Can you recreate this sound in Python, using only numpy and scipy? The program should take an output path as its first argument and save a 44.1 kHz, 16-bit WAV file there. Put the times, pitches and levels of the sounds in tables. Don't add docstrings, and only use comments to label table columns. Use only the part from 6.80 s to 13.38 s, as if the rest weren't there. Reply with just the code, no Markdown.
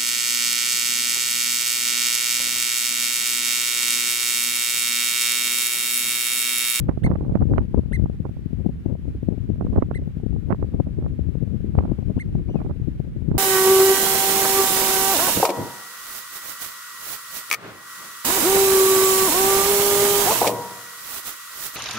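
import sys
import numpy as np
from scipy import signal
from scipy.fft import rfft, irfft
from scipy.io import wavfile
from scipy.ndimage import uniform_filter1d

SR = 44100
rng = np.random.default_rng(int(sys.argv[2]) if len(sys.argv) > 2 else 0)


def transcribe(signal):
    frames = np.atleast_2d(signal).T
    limited = np.clip(frames, -1, 1)
    pcm = np.round(limited * 32767).astype(np.int16)
    wavfile.write(sys.argv[1], SR, pcm)


N = 290178
TIME_S = np.arange(N) / SR

# time in seconds, left level in dB, right level in dB.
BREEZE_DB = [(0.0, -12.5, -27), (0.15, -24.5, -28.5), (0.3, -19.5, -29.5), (0.7, -15.5, -28.5),
             (1.0, -22.5, -29), (1.25, -17.5, -27.5), (1.6, -21, -31), (2.0, -27.5, -31), (2.2, -24, -28.5),
             (2.65, -21.5, -35), (2.92, -20, -23), (3.5, -20, -33.5), (4.05, -18.5, -29),
             (4.55, -20.5, -33.5), (5.25, -20, -28.5), (5.8, -19, -29), (6.15, -20, -32.5),
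             (6.58, -18.5, -30.5)]
# frequency in Hz, relative density in dB.
RUMBLE_SPECTRUM = [(10, -33.5), (22, -17), (43, -5.5), (70, 2), (105, -3), (150, -4.5), (220, -9.5),
                   (330, -14.5), (500, -24), (750, -40.5), (1200, -50), (2500, -87)]
# time in seconds, gain in dB.
DEEP_BASS_DB = [(0, 1), (.7, 2.5), (1.2, 1.5), (1.8, -1), (2.2, 4), (2.8, -2), (4.1, 1), (4.7, -3),
                (5.3, 2), (6.58, -3.5)]
# frequency in Hz, gain in dB.
PORT_RESPONSE = [(200, 1), (350, 0.5), (550, 0), (780, 1), (1050, 1), (1500, 0.5), (2500, -2.5),
                 (4000, -6.5), (7000, -11.5), (12000, -41)]
# bass cut in Hz, wake strength as a factor.
PORT_LOW_END = [(81.5, 0.36), (58.7, 0.71)]
# rate per second, level re the breeze in dB, roll-off in Hz.
SMALL_BUFFETS = [(11, -5.5, 165), (9, -7, 240)]
# time in seconds, left and right level in dB before trim.
HISS_DB = [(0, -66, -64), (2, -66, -64.5), (4.4, -66.5, -64.5), (5.4, -64, -63), (6.58, -66, -63.5)]
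# frequency in Hz, relative density in dB.
HISS_SPECTRUM = [(100, -8), (500, 5.5), (1000, 0), (1600, 1.5), (2300, -0.5), (3200, -5), (4500, -11),
                 (6000, -15), (9000, -17), (13000, -18.5), (15700, -20.5)]
# centre in seconds, port (0 left, 1 right), level in dB before trim,
# roll-off in Hz, spread in seconds.
HARD_BUFFETS = [(.092, 1, -13.5, 800, .0018), (.096, 1, -22, 480, .002), (.113, 1, -29, 647, .0048),
                (.176, 1, -21.5, 440, .0011), (.224, 1, -21, 160, .002), (.245, 1, -13, 198, .006),
                (.249, 0, -15, 200, .0015), (.266, 1, -19.5, 650, .002), (.273, 0, -16.5, 200, .0012),
                (.279, 1, -22, 520, .002), (.304, 0, -17, 190, .002), (.305, 1, -22, 330, .002),
                (.315, 1, -22, 720, .001), (.321, 1, -21, 380, .002), (.335, 0, -16, 200, .002),
                (.357, 1, -23.5, 690, .002), (.410, 1, -26, 400, .002), (.428, 1, -24, 280, .002),
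                (.450, 1, -32, 480, .002), (.481, 0, -19, 150, .002), (.496, 0, -20.5, 320, .001),
                (.523, 1, -17.5, 250, .003), (.555, 1, -11.5, 520, .0009), (.573, 1, -30, 560, .001),
                (.615, 0, -18, 160, .0029), (.619, 1, -17.5, 410, .006), (.624, 1, -25, 650, .0006),
                (.629, 0, -18, 190, .002), (.698, 0, -16, 160, .002), (.714, 1, -26, 340, .002),
                (.719, 0, -13, 230, .0069), (.737, 1, -19, 600, .0007), (.782, 1, -22, 1200, .0016),
                (.787, 1, -14.5, 300, .003), (.807, 1, -25, 260, .003), (.815, 0, -20, 150, .002),
                (.945, 0, -14, 370, .0018), (.98, 0, -12, 260, .005), (.993, 0, -17.5, 280, .0015),
                (1.035, 1, -33, 330, .0015), (1.119, 0, -19, 200, .003), (1.198, 0, -14.5, 200, .003),
                (1.224, 0, -18, 140, .002), (1.241, 0, -16, 160, .002), (1.259, 1, -21.5, 440, .0012),
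                (1.299, 0, -21, 280, .0012), (1.403, 0, -18, 140, .002), (1.454, 1, -25.5, 480, .0012),
                (1.464, 1, -29, 380, .002), (1.494, 1, -25, 290, .002), (1.569, 1, -27, 260, .0015),
                (1.662, 0, -20, 140, .003), (1.732, 0, -20, 165, .002), (1.806, 0, -24, 200, .003),
                (1.864, 0, -13, 200, .003), (1.893, 0, -19.5, 190, .003), (2.062, 0, -16.5, 230, .0023),
                (2.10, 0, -23, 242, .007), (2.127, 0, -19, 190, .002), (2.255, 0, -25, 210, .003),
                (2.281, 0, -21, 175, .005), (2.351, 0, -23, 140, .002), (2.431, 0, -23.5, 210, .002),
                (2.487, 0, -13, 195, .0012), (2.524, 0, -18.5, 200, .009), (2.702, 0, -17, 190, .0015),
                (2.811, 1, -19, 470, .0015), (2.825, 1, -26, 380, .0015), (2.849, 0, -19, 185, .002),
                (2.868, 1, -22.5, 420, .001), (2.901, 0, -15.5, 151, .014), (2.932, 1, -21, 290, .003),
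                (2.962, 1, -19.5, 480, .00094), (2.979, 1, -20, 500, .004), (2.981, 1, -16, 140, .0027),
                (2.984, 0, -10.5, 210, .0027), (3.025, 1, -16.5, 720, .0009), (3.029, 1, -19, 180, .0015),
                (3.113, 1, -24.5, 600, .0016), (3.158, 0, -19.5, 188, .0024), (3.193, 0, -22.5, 170, .004),
                (3.37, 0, -21, 130, .002), (3.435, 0, -20, 160, .002), (3.465, 0, -19.5, 160, .002),
                (3.541, 0, -20, 150, .005), (3.564, 1, -31, 370, .0015), (3.686, 0, -21, 208, .0048),
                (3.706, 1, -17.5, 640, .002), (3.715, 1, -22, 720, .002), (3.726, 1, -20, 700, .0008),
                (3.731, 0, -16.5, 200, .003), (3.747, 1, -32, 420, .001), (3.80, 1, -31, 320, .003),
                (3.828, 1, -24, 480, .0016), (3.845, 1, -29, 270, .002), (3.941, 1, -27, 400, .004),
                (3.945, 0, -16, 170, .005), (4.001, 0, -12, 270, .0024), (4.071, 1, -24.5, 340, .004),
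                (4.189, 0, -19, 220, .0051), (4.226, 1, -30, 450, .002), (4.264, 1, -27, 500, .0016),
                (4.626, 0, -17, 161, .007), (4.745, 0, -17.5, 156, .0091), (4.85, 0, -25, 190, .004),
                (4.953, 1, -24, 450, .0011), (4.981, 0, -12, 165, .0016), (4.988, 1, -22, 950, .0014),
                (5.008, 1, -24, 420, .002), (5.037, 1, -27, 480, .0012), (5.054, 1, -22, 460, .003),
                (5.118, 0, -16, 173, .0022), (5.118, 1, -27, 420, .002), (5.189, 0, -21, 250, .003),
                (5.227, 0, -21, 213, .0033), (5.283, 0, -20, 120, .003), (5.304, 0, -17.5, 240, .005),
                (5.367, 0, -16, 190, .002), (5.378, 0, -19, 250, .003), (5.553, 0, -17, 165, .002),
                (5.554, 1, -27, 370, .0015), (5.697, 0, -21.5, 260, .0057), (5.757, 0, -13.5, 290, .005),
                (5.79, 1, -32, 420, .002), (5.804, 1, -31, 450, .002), (5.817, 1, -31, 560, .002),
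                (5.853, 1, -27, 260, .003), (5.897, 1, -25, 400, .0015), (5.911, 1, -21.5, 400, .003),
                (6.0, 1, -27, 180, .002), (6.083, 0, -17.5, 184, .0042), (6.202, 0, -18, 200, .002),
                (6.364, 0, -24.5, 190, .0022), (6.486, 0, -19, 125, .002), (6.516, 1, -17, 470, .0007),
                (6.553, 1, -21, 300, .0029), (6.57, 1, -21.5, 420, .0006)]
# start in seconds, length in seconds, top pitch in Hz, level in dB before the throat,
# tilt in dB per harmonic, octave gain in dB, lean (under 1 rises sooner), half the break's dip in dB.
PIP_NOTES = [(.2325, .046, 2195, -29, .3, 7, .84, -6), (1.119, .053, 2120, -29, .3, 3, 1, -1),
             (3.138, .047, 2095, -36.5, -.4, 3, .97, -.5), (5.389, .043, 2165, -32.5, -.3, 2.5, .97, 0)]
# share of the length, pitch as a factor on the top, note level in dB,
# upper overtone level in dB.
PIP_ARCH = [(0, .57, -22, -50), (.14, .72, -13, -28), (.2, .82, -9, -7), (.28, .94, -2, -2),
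            (.39, .985, 0, 0), (.53, 1, 0, 0), (.69, .982, -.5, -2), (.8, .94, -3, -8), (.9, .85, -13, -34),
            (1, .79, -26, -50)]
# frequency in Hz, left gain in dB, right gain in dB.
THROAT_RESPONSE = [(1200, -11, -2), (1750, 0, -8.5), (1960, -3, 1.5), (2090, -5, -1.5), (2170, -3.5, -1.5),
                   (2304, -5, 1), (2930, -9.5, -15), (3920, -26.5, -27.5), (4400, -30.5, -38.5),
                   (5200, -33, -43), (6830, -25.5, -33), (7640, -22.5, -40), (8520, -23.5, -40),
                   (9350, -9, -22), (10700, -32, -40), (12700, -35, -44), (15500, -51, -56)]
SHED_DB_PER_DB = {3: .7, 6: 2.2, 7: 3}
# centre in seconds, length in seconds, level in dB before trim,
# roll-off in Hz.
RIGHT_GUSTS = [(0.326, 0.067, -24.5, 400), (0.491, 0.16, -29, 333), (0.7, 0.066, -29, 300),
               (0.789, 0.056, -26, 484), (2.963, 0.061, -22.5, 404), (3.715, 0.028, -25, 680),
               (4.235, 0.12, -35.5, 430), (5.048, 0.18, -37, 610), (5.864, 0.11, -33, 440),
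               (6.539, 0.063, -33.5, 450)]
# time in seconds, pitch in Hz, note level in dB, octave level in dB.
WHISTLE_CONTOUR = [(5.678, 2050, -66, -82), (5.69, 2380, -60, -70), (5.703, 2900, -60, -70),
                   (5.712, 2960, -61, -73), (5.721, 2950, -65, -76), (5.735, 2990, -61, -74),
                   (5.745, 2900, -60, -75), (5.758, 2650, -56, -74), (5.78, 2500, -54.5, -74),
                   (5.797, 2310, -58, -73.5), (5.81, 2200, -74, -86)]


def amp(db):
    return 10 ** (np.asarray(db) / 20)


def unit(x):
    return x / np.sqrt(np.mean(x ** 2) + 1e-20)


def curve(rows, at, column):
    rows = np.asarray(rows)
    return np.interp(at, rows[:, 0], rows[:, column])


def colour(rows, hz, column=1):
    rows = np.asarray(rows)
    return amp(np.interp(np.log(hz + 1), np.log(rows[:, 0]), rows[:, column]))


def noise(gain):
    return unit(irfft(rfft(rng.standard_normal(N)) * gain(np.fft.rfftfreq(N, 1 / SR)), N))


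def drift(hz):
    return noise(lambda f: np.exp(-(f / hz) ** 2))


def add(mix, start_s, sound):
    part = mix[max(round(start_s * SR), 0):][:len(sound)]
    part += sound[:len(part)]


def add_centred(mix, centre_s, sound):
    add(mix, centre_s - len(sound) / 2 / SR, sound)


def wind(port, surge_db=4.5, surge_hz=5):
    return (rumble(port) + flurry(port)) * amp(surge_db * np.tanh(drift(surge_hz)))


def rumble(port, trim_db=-4, split_hz=260, deep_hz=70, large_swing_db=5, small_swing_db=7.5):
    speed = np.tanh(drift(hz=32))
    turbulence = noise(lambda f: colour(RUMBLE_SPECTRUM, f))
    small = signal.sosfiltfilt(signal.butter(2, split_hz, "high", fs=SR, output="sos"), turbulence)
    large = turbulence - small
    flow = unit(large * amp(large_swing_db * speed) + small * amp(small_swing_db * (speed - 1.5)))
    deep = signal.sosfiltfilt(signal.butter(2, deep_hz, fs=SR, output="sos"), flow)
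    flow = flow - deep + deep * amp(curve(DEEP_BASS_DB, TIME_S, 1))
    return amp(curve(BREEZE_DB, TIME_S, port + 1) + trim_db) * flow


def swarm(spread_s, per_s=2400, size=6144):
    t = (np.arange(size) - size // 2) / SR
    eddies = rng.standard_normal(size) * (rng.random(size) < per_s / SR) * np.exp(-(t / spread_s) ** 2)
    return eddies / (np.linalg.norm(eddies) + .087)


def pressure(eddies, rolloff_hz, port, knee_hz=170, wake_hz=110):
    cut_hz, wake = PORT_LOW_END[port]
    f = np.fft.rfftfreq(len(eddies), 1 / SR)
    dip = (np.exp(-f / rolloff_hz) + wake * np.exp(-f / wake_hz)) / np.sqrt(1 + 1j * f / knee_hz)
    bass_cut = (1j * f / (cut_hz + 1j * f)) ** 2
    spectrum = rfft(eddies) * dip * colour(PORT_RESPONSE, f) * bass_cut
    return irfft(spectrum, len(eddies)) * signal.windows.tukey(len(eddies), .1)


def thud(db, rolloff_hz, spread_s, port):
    shred_db, shred_lag_s, churn_db = -14, .002, -9.5
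    balance_s, rms_window_s = .0028, .018
    eddies = np.sqrt(spread_s / balance_s) * swarm(2.43 * spread_s)
    eddies[len(eddies) // 2] -= 1
    strength = np.linalg.norm(eddies)
    shreds = amp(shred_db) * strength * np.roll(swarm(spread_s=.008), round(shred_lag_s * SR))
    churn = amp(churn_db) * strength * swarm(spread_s=.015)
    pulse = pressure(eddies, rolloff_hz, port)
    pulse += pressure(shreds, 1.1 * rolloff_hz, port)
    pulse += pressure(churn, .55 * rolloff_hz, port)
    return amp(db) * np.sqrt(rms_window_s * SR) * pulse / np.linalg.norm(pulse)


def flurry(port, scatter_db=2, scatter_octaves=.4, spread_s=.0023):
    per_s, offset_db, rolloff_hz = SMALL_BUFFETS[port]
    out = np.zeros(N)
    for k, (late, strength, sharpness, width) in enumerate(rng.uniform(-1, 1, size=(128, 4))):
        centre_s = (k + (1 + late) / 2) / per_s
        if centre_s < TIME_S[-1]:
            db = curve(BREEZE_DB, centre_s, port + 1) + offset_db + scatter_db * strength
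            sound = thud(db, rolloff_hz * 2 ** (scatter_octaves * sharpness), spread_s * 2 ** width, port)
            add_centred(out, centre_s, sound)
    return out


def hiss(port, trim_db=4.5, waver_db=1):
    db = curve(HISS_DB, TIME_S, port + 1) + trim_db + waver_db * drift(hz=19)
    return amp(db) * noise(lambda f: colour(HISS_SPECTRUM, f))


def buffets(trim_db=1):
    out = np.zeros((2, N))
    for centre_s, port, db, rolloff_hz, spread_s in HARD_BUFFETS:
        add_centred(out[port], centre_s, thud(db + trim_db, rolloff_hz, spread_s, port))
    return out


def pips():
    full_voice_db, rasp_db, uneven_db, jitter = -29, -18, 2.5, .005
    break_at, break_width = .58, .1
    apart_rad, apart_rad_per_hz, middle_hz = 2.38, .0036, 2100
    waver, flutter, uneven = drift(hz=900), drift(hz=1500), drift(hz=120)
    out = np.zeros((2, N))
    for start_s, length_s, top_hz, db, tilt_db, octave_db, lean, half_dip_db in PIP_NOTES:
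        progress = np.arange(0, 1, 1 / (length_s * SR)) ** lean
        size = len(progress)
        now = round(start_s * SR) + np.arange(size)
        arch = uniform_filter1d(curve(PIP_ARCH, progress, 1), size=100, mode="nearest")
        hz = top_hz * arch * (1 + jitter * waver[now])
        phase = 2 * np.pi * np.cumsum(hz) / SR
        note_db, upper_db = curve(PIP_ARCH, progress, 2), curve(PIP_ARCH, progress, 3)
        rasp = 1 + np.minimum(amp(rasp_db - upper_db), .5) * flutter[now]
        in_break = np.exp(-((progress - break_at) / break_width) ** 2)
        fundamental = amp(note_db + half_dip_db * in_break * (2 + waver[now] / 2))
        lag_rad = apart_rad + apart_rad_per_hz * (hz - middle_hz)
        for port in range(2):
            note = fundamental * colour(THROAT_RESPONSE, hz, port + 1) * np.sin(phase - port * lag_rad)
            for k in range(2, 8):
                base_db = note_db + octave_db if k == 2 else upper_db
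                shed_db = min(db - full_voice_db, 0) * SHED_DB_PER_DB.get(k, 0)
                swell_db = uneven_db * uneven[(now + k * size) % N]
                gain = amp(base_db + (k - 7.5) * tilt_db + shed_db + swell_db) * rasp
                throat = colour(THROAT_RESPONSE, k * hz, port + 1)
                note += gain * throat * np.sin(k * phase + port * np.pi / 2)
            add(out[port], start_s, np.sqrt(2) * amp(db) * note * signal.windows.tukey(size, .1))
    return out


def shore_echo(sound, cutoff_hz=4000, t60_s=.26, wet_db=-24):
    t = np.arange(SR // 2) / SR
    tail = rng.standard_normal((2, len(t))) * amp(-60 * t / t60_s)
    tail /= np.linalg.norm(tail[0])
    tail = signal.sosfilt(signal.butter(2, cutoff_hz, fs=SR, output="sos"), tail)
    return amp(wet_db) * signal.fftconvolve(sound, tail, axes=1)[:, :N]


def gusts(trim_db=-1):
    out = np.zeros((2, N))
    for centre_s, length_s, db, rolloff_hz in RIGHT_GUSTS:
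        rasp = pressure(swarm(length_s / 2, per_s=230, size=16384), rolloff_hz, port=1)
        rasp *= np.sqrt(length_s * SR) / (np.linalg.norm(rasp) + 1e-12)
        add_centred(out[1], centre_s, amp(db + trim_db) * rasp)
    return out


def whistle(jitter=.007, flicker_db=2, right_db=-3, lag_samples=6):
    hz, note_db, octave_db = (curve(WHISTLE_CONTOUR, TIME_S, column) for column in (1, 2, 3))
    phase = 2 * np.pi * np.cumsum(hz * (1 + jitter * drift(hz=276))) / SR
    note = amp(note_db) * np.sin(phase) + amp(octave_db) * np.sin(2 * phase)
    gate = (TIME_S > WHISTLE_CONTOUR[0][0]) * (TIME_S < WHISTLE_CONTOUR[-1][0])
    left = np.sqrt(2) * note * amp(flicker_db * drift(hz=80)) * gate
    return np.array([left, amp(right_db) * np.roll(left, lag_samples)])


def scene():
    birds = pips() + whistle()
    events = birds + shore_echo(birds) + buffets() + gusts()
    return events + np.array([wind(port) + hiss(port) for port in range(2)])


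def record(dry):
    ceiling, cutoff_hz = .95, 15700
    rounded = dry / (1 + (dry / ceiling) ** 4) ** (1 / 4)
    lowpass = signal.firwin(511, cutoff_hz, window=("kaiser", 9), fs=SR)
    return signal.oaconvolve(rounded, lowpass[None], "same")


dry = scene()
out = record(dry)
transcribe(out)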